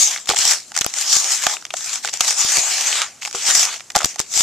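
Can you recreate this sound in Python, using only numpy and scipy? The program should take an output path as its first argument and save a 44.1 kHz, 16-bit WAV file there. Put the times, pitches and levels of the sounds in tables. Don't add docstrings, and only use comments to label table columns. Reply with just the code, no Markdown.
import sys
import numpy as np
from scipy import signal
from scipy.fft import rfft, irfft
from scipy.io import wavfile
from scipy.ndimage import uniform_filter1d

SR = 44100
rng = np.random.default_rng(int(sys.argv[2]) if len(sys.argv) > 2 else 0)


def generate_wav(sig):
    pcm = np.round(np.clip(np.atleast_2d(sig).T, -1, 1) * 32767).astype(np.int16)
    wavfile.write(sys.argv[1], SR, pcm)


def gain_from_decibels(decibels):
    exponent = np.asarray(decibels, float) / 20
    return 10 ** exponent


N = 195054


def evened(x):
    return x / np.sqrt(np.mean(x ** 2) + 1e-20)


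def read(points, hz):
    point_hz, value = np.transpose(points)
    return np.interp(np.log(hz + 1), np.log(point_hz + 1), value)


def convolve(x, taps):
    taps = taps.reshape((1,) * (x.ndim - 1) + (-1,))
    return signal.fftconvolve(x, taps / np.linalg.norm(taps), axes=-1)[..., :N]


def colour(x, points):
    hz = abs(np.fft.fftfreq(4096, 1 / SR))
    log_gain = np.log(gain_from_decibels(read(points, hz)))
    response = np.exp(np.conj(signal.hilbert(log_gain)))
    return convolve(x, np.fft.ifft(response).real[:2048])


def ring(x, modes):
    t = np.arange(3000) / SR
    taps = np.zeros(len(t))
    for hz, width_hz, db in modes:
        decay = np.exp(-np.pi * width_hz * t)
        taps += gain_from_decibels(db) * width_hz * decay * np.cos(2 * np.pi * hz * t)
    return convolve(x, taps)


def favour(x, hz, q, db):
    ratio = (np.fft.rfftfreq(x.shape[-1], 1 / SR) + 1) / hz
    resonance = gain_from_decibels(db) / (1 + 1j * q * (ratio - 1 / ratio))
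    return irfft(rfft(x) * (1 + resonance), x.shape[-1])


def pair(same, size=(N,)):
    a, b = rng.standard_normal((2, *size))
    return np.stack([a, same * a + np.sqrt(1 - same ** 2) * b], axis=-2)


def sides(pan_db):
    return gain_from_decibels(np.array([pan_db / 2, -pan_db / 2]))


def paths(fine, coarse, wall):
    # point_hz [Hz], level_db [dB]
    fine_spectrum = [(800, -98), (2000, -18), (3200, -5.5), (4200, -1), (6000, 3.5), (15000, -4.5)]
    # point_hz [Hz], level_db [dB]
    grit_spectrum = [(150, -59.5), (400, -18), (750, -7), (1200, -5.5), (2200, -2), (3500, -3),
                     (5000, -12.5), (9000, -39)]
    # pitch_hz [Hz], width_hz [Hz], level_db [dB]
    wall_modes = [(383, 16, -5.5), (753, 110, 5), (829, 40, 4.5), (1174, 180, 4), (1358, 110, -4.5),
                  (2370, 640, -12)]
    size = fine.shape[:-2] + fine.shape[-1:]
    hiss = colour(fine * pair(0.46, size), fine_spectrum)
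    crunch = colour(coarse * pair(0.94, size), grit_spectrum)
    blows = uniform_filter1d(wall * pair(0.95, size), size=12)
    return [hiss, crunch, ring(blows, wall_modes)]


def yard():
    # point_hz [Hz], level_db [dB per Hz]
    air_spectrum = [(45, -14), (120, 0), (250, -1.5), (400, -3.5), (1300, -6), (3500, -12), (6500, 1),
                    (8500, -5), (14000, -23)]
    return gain_from_decibels(-48) * colour(pair(0.89), air_spectrum)


def clods():
    # start_s [s], level_db [dB]
    thumps = [
        (0.294, -18.5),
        (2.054, -35),
        (3.344, -23.5),
        (3.955, -24.5),
        (4.195, -32.5),
    ]
    push = np.zeros((1, N))
    for start_s, level_db in thumps:
        push[0, round(start_s * SR):][:60] += gain_from_decibels(level_db - 4.5) * np.hanning(60)
    return ring(push, [(170, 17, -4), (392, 12, 7), (474, 17, 8)])


def knocks():
    # start_s [s], snap_db [dB]
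    small_snaps = [(0.084, -9), (0.4378, -7), (0.4514, 2), (0.5834, -19), (0.7879, 1.5), (1.153, 4.5),
                   (1.1656, 0), (1.334, -6), (1.5987, -34), (1.612, -26), (1.8599, -9), (1.9386, -9),
                   (2.1326, -12), (2.172, -11.5), (2.2802, -2.5), (2.4484, -14), (2.5686, 5), (2.5917, 1),
                   (3.5495, 5), (3.6074, -5), (3.6512, -1), (3.9184, -19), (3.9875, -4), (4.0454, 4),
                   (4.056, -1), (4.1927, 2), (4.2004, 0), (4.2129, -8), (4.338, -2.5), (4.3747, 0)]
    # start_s [s], snap_db [dB], crack_db [dB],
    # pitch_hz [Hz]
    stone_cracks = [(0.1601, -18, -16.5, 1990), (0.1753, -21, -22.5, 3980), (0.1826, -21, -23, 2010),
                    (0.2568, -17, -29, 3470), (0.272, -11, -23, 1270), (0.7494, -19, -28, 1930),
                    (0.775, 1.5, -12.5, 2080), (0.8095, 0, -17, 3870), (0.8159, -5, -11, 3740),
                    (0.8997, -16, -36, 3770), (0.9378, -7, -23.5, 2170), (1.567, -24, -19, 2540),
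                    (1.6513, -11, -21.5, 3320), (1.6648, -26, -32, 2880), (1.7041, -16, -17, 2600),
                    (1.769, -16, -25, 4150), (1.807, -22, -24.5, 4270), (2.0544, -2, -14.5, 3820),
                    (2.0744, -9, -19, 2270), (2.0862, -30, -17.5, 3180), (2.0926, -15, -23, 3980),
                    (3.2207, -22, -19.5, 2400), (3.25, -6.5, -15.5, 2640), (3.2574, -9, -15.5, 2370),
                    (3.31, -18, -29, 3960), (3.3274, -10.5, -27, 1330), (3.778, -23, -39, 3010),
                    (3.8048, -18.5, -24, 1890), (3.903, -12.5, -20.5, 1950), (4.142, -18, -31, 2630),
                    (0.3216, -5, -24, 1150), (0.3678, -13, -11, 3300), (0.3877, 3.5, -13, 3200),
                    (0.8437, -3, -22, 2230), (1.2428, -2, -19, 3470), (1.6235, -22, -29, 1310),
                    (1.9566, -7, -22.5, 1620), (2.2062, 5.5, -6, 3080), (2.2418, -9, -23, 4120),
                    (2.3064, -1.5, -18, 2340), (2.3094, -13, -19.5, 2250), (2.5849, -3, -35, 2230),
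                    (2.7372, -4, -18.5, 2430), (2.7804, -12.5, -19, 2370), (2.9269, -7, -12, 2770),
                    (3.0172, -4, -10.5, 1330), (3.2299, -18, -18.5, 2530), (3.2784, -13.5, -27, 2000),
                    (3.5016, -5, -19, 3350), (3.796, -24, -31, 1910), (3.9011, -16, -29, 2040),
                    (3.9764, -7, -21, 1240), (4.0098, -12, -16.5, 1170), (4.4069, 7.5, -7.5, 3720)]
    # start_s [s], snap_db [dB], crack_db [dB], knock_db [dB], wall_pitch_hz [Hz]
    wall_throws = [(0.2896, -1.5, -10, -19, 1270), (0.2992, 3.5, -9, -14, 783),
                   (0.3082, -11, -18, -15.5, 1150), (0.3344, -23, -28, -20, 716),
                   (0.3444, -11, -28, -26, 740), (0.7178, -20.5, -28, -36, 970),
                   (0.7634, -5, -19, -28, 807), (0.8466, -11, -34, -23.5, 780), (0.8629, 0, -16, -25, 802),
                   (1.4322, -20, -27, -40, 1100), (1.4661, 1.5, -6.5, -13, 870),
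                   (1.7381, -11, -17, -20.5, 700), (2.0467, -9, -17, -24, 1400),
                   (2.1374, -3, -36, -29, 877), (3.2744, -14, -23.5, -28.5, 851),
                   (3.3471, -22, -20, -21.5, 1340), (3.9517, -2.5, -10.5, -10, 773),
                   (3.9598, 5.5, -15, -14, 829), (3.9663, -0.5, -12.5, -9, 850),
                   (4.0042, -16, -21, -26, 1070), (4.0169, -15, -27, -24, 818), (4.03, -8, -22, -22, 643),
                   (4.1583, -15.5, -30, -32.5, 820)]
    spot_hz, stone_hz, thrown_hz = 1000, 2200, 1400
    small_ms, thrown_ms = 1.0, 1.4
    rows = []
    for s, snap_db in small_snaps:
        rows.append((s, snap_db, snap_db - 22.5, snap_db - 30, spot_hz, stone_hz, small_ms))
    for s, snap_db, crack_db, hz in stone_cracks:
        rows.append((s, snap_db, crack_db, crack_db - 16, spot_hz, hz, small_ms))
    for throw in wall_throws:
        rows.append((*throw, thrown_hz, thrown_ms))
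    s, *columns, ms = np.transpose(rows)
    side, size, hop = rng.standard_normal((len(rows), 3)).T
    pan_db = -1.2 + 3.1 * side
    length_ms = ms * np.exp(0.39 * size)
    hop_ms = 1.6 * np.exp(0.5 * hop)
    return np.array([s + 0.0007, *columns, pan_db, length_ms, hop_ms])


def pebbles():
    s, snap_db, crack_db, knock_db, spot_hz, stone_hz, pan_db, ms, hop_ms = knocks()[:, :, None, None]
    t_ms = np.arange(1000) * 1000 / SR

    def blow(since_ms):
        return (1 - np.exp(-since_ms / 0.18)) * np.exp(-since_ms / (0.56 * ms))

    bounce = gain_from_decibels(-8.0) * blow(np.maximum(t_ms - hop_ms, 0))
    rattle = 0.023 * np.exp(-t_ms / 14.5)
    shape = blow(t_ms) + bounce + rattle
    snap, crack, thud = paths(shape, shape, shape)
    crack = favour(crack, stone_hz, q=4.0, db=7.0)
    thud = favour(thud, spot_hz, q=1.5, db=6.0)
    starts = np.round(s.ravel() * SR).astype(int)
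    out = np.zeros((2, N + 4000))
    for sound, db in (snap, snap_db + 9.0), (crack, crack_db + 17.5), (thud, knock_db + 23.0):
        energy = (sound ** 2).sum(-1, keepdims=True)
        sound = sound * gain_from_decibels(db) * np.sqrt(ms / energy)
        for at, knock, side_db in zip(starts, sound, pan_db.ravel()):
            out[:, at:at + knock.shape[1]] += knock * sides(side_db)[:, None]
    return out[:, :N]


def hand():
    # start_s [s], hold_s [s], sand_db [dB], grit_over_sand_db [dB]
    stir_surges = [(0, 0.037, -10.5, -19.5), (0.064, 0.079, -23, -6.5), (0.162, 0.038, -43, -2),
                   (0.46, 0.049, -13.5, -12), (0.522, 0.027, -23.5, -7), (0.973, 0.4, -21.5, -9),
                   (1.125, 0.051, -14, -16.5), (1.321, 0.02, -17, -16.5), (1.422, 0.11, -22.5, -6.5),
                   (1.773, 0.06, -28.5, -11.5), (1.867, 0.1, -25.5, -9), (2.282, 0.031, -17, -11),
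                   (2.387, 0.029, -17, -9), (2.422, 0.46, -19.5, -9), (2.505, 0.026, -18.5, -9),
                   (2.555, 0.028, -16, -13.5), (2.869, 0.11, -21, -3), (2.987, 0.039, -24, 0.5),
                   (3.479, 0.024, -12, -10.5), (3.552, 0.079, -13.5, -12.5), (3.676, 0.063, -27.5, -2.5),
                   (4.363, .09, -14, -16)]
    # start_s [s], hold_s [s], sand_db [dB], grit_over_sand_db [dB]
    sudden_jabs = [(0.278, .012, -27, -11), (0.287, 0.04, -24, -3), (0.3618, 0.063, -15.5, -11),
                   (0.742, 0.16, -32, -7.5), (2.028, .015, -31, -14), (2.037, 0.041, -28.5, -6.5),
                   (2.13, 0.019, -27.5, -5), (2.196, .008, -29, -8), (2.209, 0.039, -23, -7.5),
                   (3.216, 0.054, -30.5, -11.5), (3.334, .012, -31.5, -9), (3.351, 0.09, -26, -7.5),
                   (3.95, 0.086, -30, -3), (4.04, 0.065, -29, -12.5), (4.185, .02, -30.5, -6)]
    start, hold, sand_db, grit_db = np.transpose(stir_surges + sudden_jabs)[:, :, None]
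    t = np.arange(0, N + 64, 64) / SR
    rise_db_per_s = np.repeat([325, 6000], [len(stir_surges), len(sudden_jabs)])[:, None]
    rise_db = rise_db_per_s * np.maximum(start - t, 0)
    after = np.maximum(t - start - hold, 0)
    wall_db = sand_db + grit_db - 10.5 + 0.31 * (sand_db + 25.5)
    grit_haste = 1.11
    levels_db = []
    for db, haste in (sand_db, 1), (sand_db + grit_db, grit_haste), (wall_db, grit_haste):
        fall = gain_from_decibels(-302 * haste * after) ** 2
        trickle = gain_from_decibels(-14 * haste - 110 * after) ** 2
        power = gain_from_decibels(db - rise_db) ** 2 * (fall + trickle)
        levels_db.append(10 * np.log10(power.sum(0)))
    pan_db = -0.5 + 0.0355 * (levels_db[0] + 20)
    return [np.interp(np.arange(N) / SR, t, curve) for curve in levels_db + [pan_db]]


def slips(per_s, spread_db, ms):
    size = gain_from_decibels(spread_db * np.minimum(rng.exponential(1, N), 4))
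    size = size * (rng.random(N) < per_s / SR)
    power = signal.lfilter([1], [1, -np.exp(-1000 / (ms * SR))], size ** 2)
    return power / power.mean()


def patchy(x, patchy_db):
    z = signal.stft(x, nperseg=256)[2]
    field = rng.standard_normal(z.shape[1:])
    field = uniform_filter1d(field, size=4, axis=0)
    field = uniform_filter1d(field, size=20, axis=1)
    return signal.istft(z * gain_from_decibels(patchy_db * evened(field)), nperseg=256)[1][:, :N]


def sand():
    *levels_db, pan_db = hand()
    clumps = 1.0 + 0.3 * slips(per_s=200, spread_db=5.0, ms=4.0)
    grains = slips(per_s=2000, spread_db=-4.5, ms=0.59)
    share = np.array([[0.3], [0.4], [0.3]])
    texture = np.sqrt(clumps * (1 - share + share * grains))
    force = gain_from_decibels(np.array(levels_db) + [[-0.6], [0.6], [0.6]]) * texture
    return patchy(sum(paths(*force[:, None] * sides(pan_db))), patchy_db=2.5)


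def ports(x):
    # point_hz [Hz], level_db [dB]
    left_whistle = [(60, -31.5), (300, -2), (4000, 0.5), (5500, 2), (6500, 5.5), (7250, 10.5), (8000, 6),
                    (9500, -4.5), (12000, -7), (14200, -8)]
    # point_hz [Hz], level_db [dB]
    right_whistle = [(60, -18), (300, -2), (4000, 0.5), (5000, 4.5), (5900, 5), (6700, 3.5), (7500, -4.5),
                     (9500, -16.5), (12000, -25.5), (14200, -58)]
    hz = np.fft.rfftfreq(N, 1 / SR)
    left, right = gain_from_decibels(-2.0) * colour(x, left_whistle)
    change_db = read(right_whistle, hz) - read(left_whistle, hz)
    return np.array([left, irfft(rfft(right) * gain_from_decibels(change_db), N)])


def scene():
    return ports(sand() + pebbles() + clods()) + yard()


def overdrive(left):
    # start_s [s], thud_db [dB]
    overdriven_peaks = [(0.0064, -40.5), (0.0145, -45), (0.2945, -30.5), (0.322, -37), (0.344, -49),
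                        (0.373, -51), (0.3929, -41), (0.4582, -42), (0.8123, -30.5), (0.8644, -21),
                        (1.1348, -53), (1.167, -27.5), (1.4686, -35), (2.141, -57), (2.152, -54),
                        (2.2085, -21.5), (2.4498, -33.5), (2.5777, -38), (2.5852, -35), (3.3504, -42),
                        (3.4874, -40.5), (3.5646, -44), (3.5805, -40), (3.9603, -27), (3.966, -25),
                        (4.0455, -15), (4.0577, -30.5), (4.201, -29), (4.3708, -40.5), (4.406, -31)]
    out = left.copy()
    window = np.hanning(60)
    for start_s, thud_db in overdriven_peaks:
        at = round(start_s * SR) - 30
        rectified = abs(left[at:at + 60])
        rectified = rectified / np.average(rectified, weights=window)
        out[at:at + 60] -= gain_from_decibels(thud_db + 18.5) * window * (1 + 1.94 * (rectified - 1))
    return out


def top_cut(x):
    return signal.sosfilt(signal.butter(12, 15500, fs=SR, output="sos"), x)


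def record(dry):
    driven = np.array([overdrive(dry[0]), dry[1]])
    over = np.maximum(abs(driven) - 0.62, 0)
    railed = driven - np.sign(driven) * (over - 0.3 * np.tanh(over / 0.3))
    lowpass = signal.firwin(255, 14280, window=("kaiser", 9), fs=SR)
    limited = signal.oaconvolve(railed, lowpass[None], "same", axes=1)
    return top_cut(limited + 0.22 * (railed - driven))


dry = scene()
out = record(dry)
generate_wav(out)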